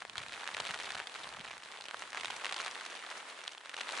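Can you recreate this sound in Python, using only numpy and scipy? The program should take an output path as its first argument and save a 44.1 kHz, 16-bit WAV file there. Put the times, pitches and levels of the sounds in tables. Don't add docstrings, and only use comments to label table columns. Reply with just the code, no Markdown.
import sys
import numpy as np
from scipy import signal
from scipy.fft import rfft, irfft
from scipy.io import wavfile
from scipy.ndimage import uniform_filter1d

SR = 44100
rng = np.random.default_rng(int(sys.argv[2]) if len(sys.argv) > 2 else 0)


def file_out(sig):
    cols = np.atleast_2d(sig).T
    lim = np.clip(cols, -1, 1)
    pcm = np.round(lim * 32767).astype(np.int16)
    wavfile.write(sys.argv[1], SR, pcm)


N = 176400

# time in seconds, strength in dB.
GUST_STRENGTH = [(0.0, -52), (0.13, -57), (0.17, -47), (0.44, -47.5), (0.7, -43), (0.78, -45), (0.98, -44),
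                 (1.105, -52.5), (1.15, -48), (1.45, -48.5), (1.7, -52.5), (1.84, -50.5), (2.11, -52),
                 (2.15, -46), (2.3, -43.5), (2.425, -49), (2.47, -44.5), (2.68, -42.5), (2.78, -48.5),
                 (3.12, -48), (3.22, -53), (3.4, -50), (3.625, -53.5), (3.7, -48), (3.85, -46), (4.0, -41)]
DROP_DB_PER_GUST_DB = 0.63
RING_HZ, RING_DB, FLUTTER_DB = 1940, 8, -1.5
DULL_RATIO = 2.92


def patter(level_db=-47, flutter_s=0.0024):
    times = drop_times(per_s=520)
    weight, pitch, hardness, side = rng.standard_normal((4, len(times)))
    db = np.minimum(9.5 * weight, 11) + DROP_DB_PER_GUST_DB * curve(GUST_STRENGTH, times)
    hz = np.maximum(RING_HZ * 2 ** (0.78 * pitch), 1030)
    dull_hz = hz * DULL_RATIO * 2 ** (0.77 * hardness)
    pan_db = 0.5 * side - 1
    ticks = cloth_ticks(hz, dull_hz, pan_db, RING_DB, FLUTTER_DB, flutter_s)
    return undb(level_db) * unit(place(times, db, ticks))


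def heavy_taps(tap_s=0.0032, flutter_s=0.0014, tight_hz=2500, splash_s=0.002, splash_db=-11.5):
    # start in seconds, level in dB (averaged over tap_s), pitch in Hz, left minus right in dB.
    heavy_drops = [(0.0208, -38.0, 1370, -0.1), (0.0512, -40.9, 1230, 5.3), (0.0971, -41.2, 3200, -5.2),
                   (0.1559, -38.7, 1450, -4.7), (0.1806, -33.0, 3400, 2.0), (0.3227, -41, 2140, -1),
                   (0.3388, -40, 2340, -6), (0.4757, -34.9, 2170, -7.2), (0.4895, -36.7, 1480, -0.7),
                   (0.5467, -34.8, 2170, 1.5), (0.5681, -35.5, 1940, -1.8), (0.6003, -37, 850, 0),
                   (0.6017, -32.3, 2800, 0.3), (0.6521, -37.5, 2000, 5.6), (0.6685, -36.5, 2520, -1.0),
                   (0.7086, -35.3, 1510, 1.1), (0.739, -37.8, 1580, -0.1), (0.7433, -34.3, 1900, 5.4),
                   (0.8004, -36.2, 1750, 1.6), (0.9058, -36.3, 1840, 0.2), (0.9522, -36.4, 1260, -2.7),
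                   (1.0008, -34.3, 1660, 5.8), (1.0715, -38.3, 3330, -1.8), (1.1576, -39.1, 1640, 0.5),
                   (1.4519, -42.8, 1550, -1), (1.5116, -42, 2350, -5), (1.7221, -43.8, 2500, -2),
                   (1.8844, -39.5, 2740, -0.5), (1.9106, -37.2, 1810, -3.7), (1.9441, -34.7, 1080, -4.8),
                   (2.0221, -36.8, 1610, -0.8), (2.1309, -38.1, 1570, 5.1), (2.147, -36.2, 1440, 3.8),
                   (2.1728, -35.0, 2200, -5.5), (2.2105, -38.8, 2890, -6), (2.2338, -39.1, 1520, -8),
                   (2.2464, -33.9, 2540, -3.1), (2.257, -36.6, 2550, -6.2), (2.3068, -35.4, 3130, -5.0),
                   (2.4458, -33.3, 2330, -5.5), (2.4559, -33.8, 2420, -0.0), (2.4657, -34.1, 2170, -2.1),
                   (2.5246, -33.2, 1990, -3.3), (2.5639, -37.6, 3510, -3.1), (2.6002, -34.5, 1600, -2.6),
                   (2.6798, -36.4, 2250, -0.3), (2.8103, -40.1, 1660, -2), (2.8621, -41.7, 2330, -2),
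                   (3.1128, -38.5, 1670, 1), (3.4781, -34.0, 3500, -1.3), (3.5798, -44, 3400, -3),
                   (3.6946, -40.5, 2530, -7.5), (3.7425, -37.3, 1800, 2.3), (3.7664, -39.0, 2620, -4.7),
                   (3.7869, -40.8, 2210, 5), (3.8083, -35.8, 1980, 1), (3.8119, -35.8, 2400, 3.8),
                   (3.8908, -35.2, 2030, 5.6)]
    times, db, hz, pan_db = np.array(heavy_drops).T
    ring_db = 7 + 12 * np.maximum(np.log2(hz / tight_hz), 0)
    ticks = cloth_ticks(hz, hz * DULL_RATIO, pan_db, ring_db, flutter_db=-3.5, flutter_s=flutter_s)
    out = place(times, db, ticks)
    for _ in range(2):
        delay = splash_s * rng.uniform(0, 2, len(times))
        splash_hz = hz * 2 ** (0.5 * rng.standard_normal(len(times)))
        splash = cloth_ticks(splash_hz, splash_hz * DULL_RATIO, pan_db, RING_DB, FLUTTER_DB, flutter_s)
        out += place(times + delay, db + splash_db, splash)
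    return np.sqrt(tap_s * SR) * out


def cloth_ticks(hz, dull_hz, pan_db, ring_db, flutter_db, flutter_s, smear_hz=5100, size=1024):
    # frequency in Hz, relative level in dB.
    cloth_tone = [(100, -29.5), (250, -15.5), (400, -8), (650, -3.5), (1000, -2), (2400, -5), (4100, -4),
                  (5200, -9.5), (6300, -8.5), (9600, -12), (11000, -17), (12000, -58)]
    t, f = np.arange(size) / SR, np.fft.rfftfreq(size, 1 / SR)
    channel_db = np.outer(pan_db, [1, -1])[:, :, None] / 2
    hit = undb(channel_db * f / np.hypot(f, 800))
    fade = np.exp(-t / flutter_s)
    ripple = rfft(rng.standard_normal((len(hz), 2, size)) * fade / np.linalg.norm(fade))
    side = ripple[:, 1:] * np.array([[1], [-1]]) * 0.72 * f / np.hypot(f, 1700)
    flutter = undb(flutter_db) * (ripple[:, :1] + side) / (1 + 1j * f / 4770)
    s = 1j * f / hz[:, None, None]
    sharpness = 2.02 * hz[:, None, None] / RING_HZ
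    ring = 1 + undb(np.reshape(ring_db, (-1, 1, 1))) * s / (s + sharpness * (1 + s * s))
    dulling = 1 / (1 + 1j * f / dull_hz[:, None, None])
    lag = 1 - (f / smear_hz) ** 2 + 1j * f / (smear_hz * 1.07)
    smear = np.conj(lag) / lag
    ticks = irfft((hit + flutter) * ring * dulling * smear * tone_filter(cloth_tone, size))
    return ticks / np.linalg.norm(ticks.mean(1), axis=1)[:, None, None]


def spray(level_db=-67.5, pitch_hz=7020, ring_s=0.001, pan_db=7):
    times, t = drop_times(per_s=600), np.arange(256) / SR
    weight, pitch, side = rng.standard_normal((len(times), 3)).T
    hz = pitch_hz * 2 ** (0.276 * pitch)
    pings = np.sin(2 * np.pi * np.outer(hz, t)) * np.exp(-t / ring_s)
    ticks = pings[:, None] * undb(np.outer(pan_db * side, [1, -1]) / 2)[:, :, None]
    db = 5.5 * np.minimum(weight, 2) + DROP_DB_PER_GUST_DB * curve(GUST_STRENGTH, times)
    return undb(level_db) * unit(place(times, db, ticks))


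def rain_wash(flicker_db=1.48):
    # time in seconds, level in dB.
    hiss_level = [(0, -55.5), (.13, -56), (.3, -52.5), (.7, -50), (1.1, -52), (1.7, -55.5), (2.1, -51.5),
                  (2.3, -49.5), (2.7, -50.5), (3.38, -52), (3.62, -58.5), (4, -44.5)]
    # frequency in Hz, relative level in dB.
    hiss_tone = [(60, -36), (200, -10.5), (450, -2.5), (900, 0), (1700, 0), (3700, -5.5), (5100, -11),
                 (6100, -13), (9400, -13.5), (11000, -23), (12000, -87)]
    db = curve(hiss_level, np.arange(N) / SR) + flicker_db * wander(per_s=24.74)
    return stereo_noise(hiss_tone, side_db=-2.5, side_hz=1520) * undb(db)


def wind_thumps(cycles=2.16):
    # time of the peak in seconds, level in dB, middle frequency in Hz.
    swirls = [(.198, -57, 85), (.612, -60, 145), (.708, -54, 152), (.96, -60, 141), (1.401, -54, 150)]
    t, out = np.arange(N) / SR, 0
    for peak_s, db, hz in swirls:
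        length_s = cycles / hz
        band = signal.butter(2, [0.65 * hz, 1.6 * hz], "bandpass", fs=SR, output="sos")
        swell = np.exp(-2 * ((t - peak_s) / length_s) ** 2)
        puff = signal.sosfilt(band, rng.standard_normal(N)) * swell
        out = out + undb(db) * puff * np.sqrt(length_s * SR / np.sum(puff ** 2))
    return out


def wind_rumble(flicker_db=2.5):
    # time in seconds, level in dB.
    rumble_level = [(0, -75.5), (.21, -67.5), (.45, -77), (.58, -61), (.8, -71), (1.0, -72), (1.12, -88),
                    (1.28, -64.5), (1.54, -70), (1.62, -81), (2.24, -75), (2.68, -79), (2.85, -89.5),
                    (4, -88)]
    # frequency in Hz, relative level in dB.
    rumble_tone = [(25, -12), (60, -7), (100, -4), (160, -5.5), (220, -5.5), (400, -16.5), (1000, -73)]
    db = curve(rumble_level, np.arange(N) / SR) + flicker_db * wander(per_s=21.16)
    return stereo_noise(rumble_tone, side_db=-7, side_hz=22) * undb(db)


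def drop_times(per_s, usual_gust_db=-46):
    t = np.arange(N) / SR
    rate = per_s * np.exp(0.1155 * (curve(GUST_STRENGTH, t) - usual_gust_db))
    drops_so_far = np.cumsum(rate) / SR
    count = int(drops_so_far[-1])
    jittered_order = (np.arange(count) + 4 * rng.standard_normal(count)) % count
    return np.interp(jittered_order, drops_so_far, t)


def place(times, db, ticks):
    out = np.zeros((2, N + ticks.shape[2]))
    starts = np.clip(times * SR, 0, N).astype(int)
    for start, gain, tick in zip(starts, undb(db), ticks):
        out[:, start:start + tick.shape[1]] += gain * tick
    return out[:, :N]


def stereo_noise(tone, side_db, side_hz):
    f = np.fft.rfftfreq(N, 1 / SR)
    mid, side = rfft(rng.standard_normal((2, N))) * tone_filter(tone, N)
    side = side * undb(side_db) * f / np.hypot(f, side_hz)
    return unit(irfft(np.array([mid + side, mid - side]), N))


def tone_filter(points, size):
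    hz, db = np.array(points).T
    f = np.maximum(np.fft.rfftfreq(size, 1 / SR), 1)
    gain = undb(np.interp(np.log(f), np.log(hz), db)) * f / np.hypot(f, hz[0])
    cepstrum = irfft(np.log(gain), size)
    cepstrum[1:size // 2] *= 2
    cepstrum[size // 2 + 1:] = 0
    return np.exp(rfft(cepstrum))


def wander(per_s):
    hold = int(SR / per_s)
    steps = np.repeat(rng.standard_normal(N // hold + 1), hold)
    return unit(uniform_filter1d(uniform_filter1d(steps, hold), hold)[:N])


def curve(rows, t):
    return np.interp(t, *np.array(rows).T)


def undb(db):
    return 10 ** (np.asarray(db) / 20)


def unit(x):
    return x / np.sqrt(np.mean(x ** 2))


def scene():
    return wind_rumble() + wind_thumps() + rain_wash() + heavy_taps() + spray() + patter()


def record(dry, top_hz=11250):
    return signal.sosfilt(signal.ellip(10, 0.2, 70, top_hz, fs=SR, output="sos"), dry)


dry = scene()
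out = record(dry)
file_out(out)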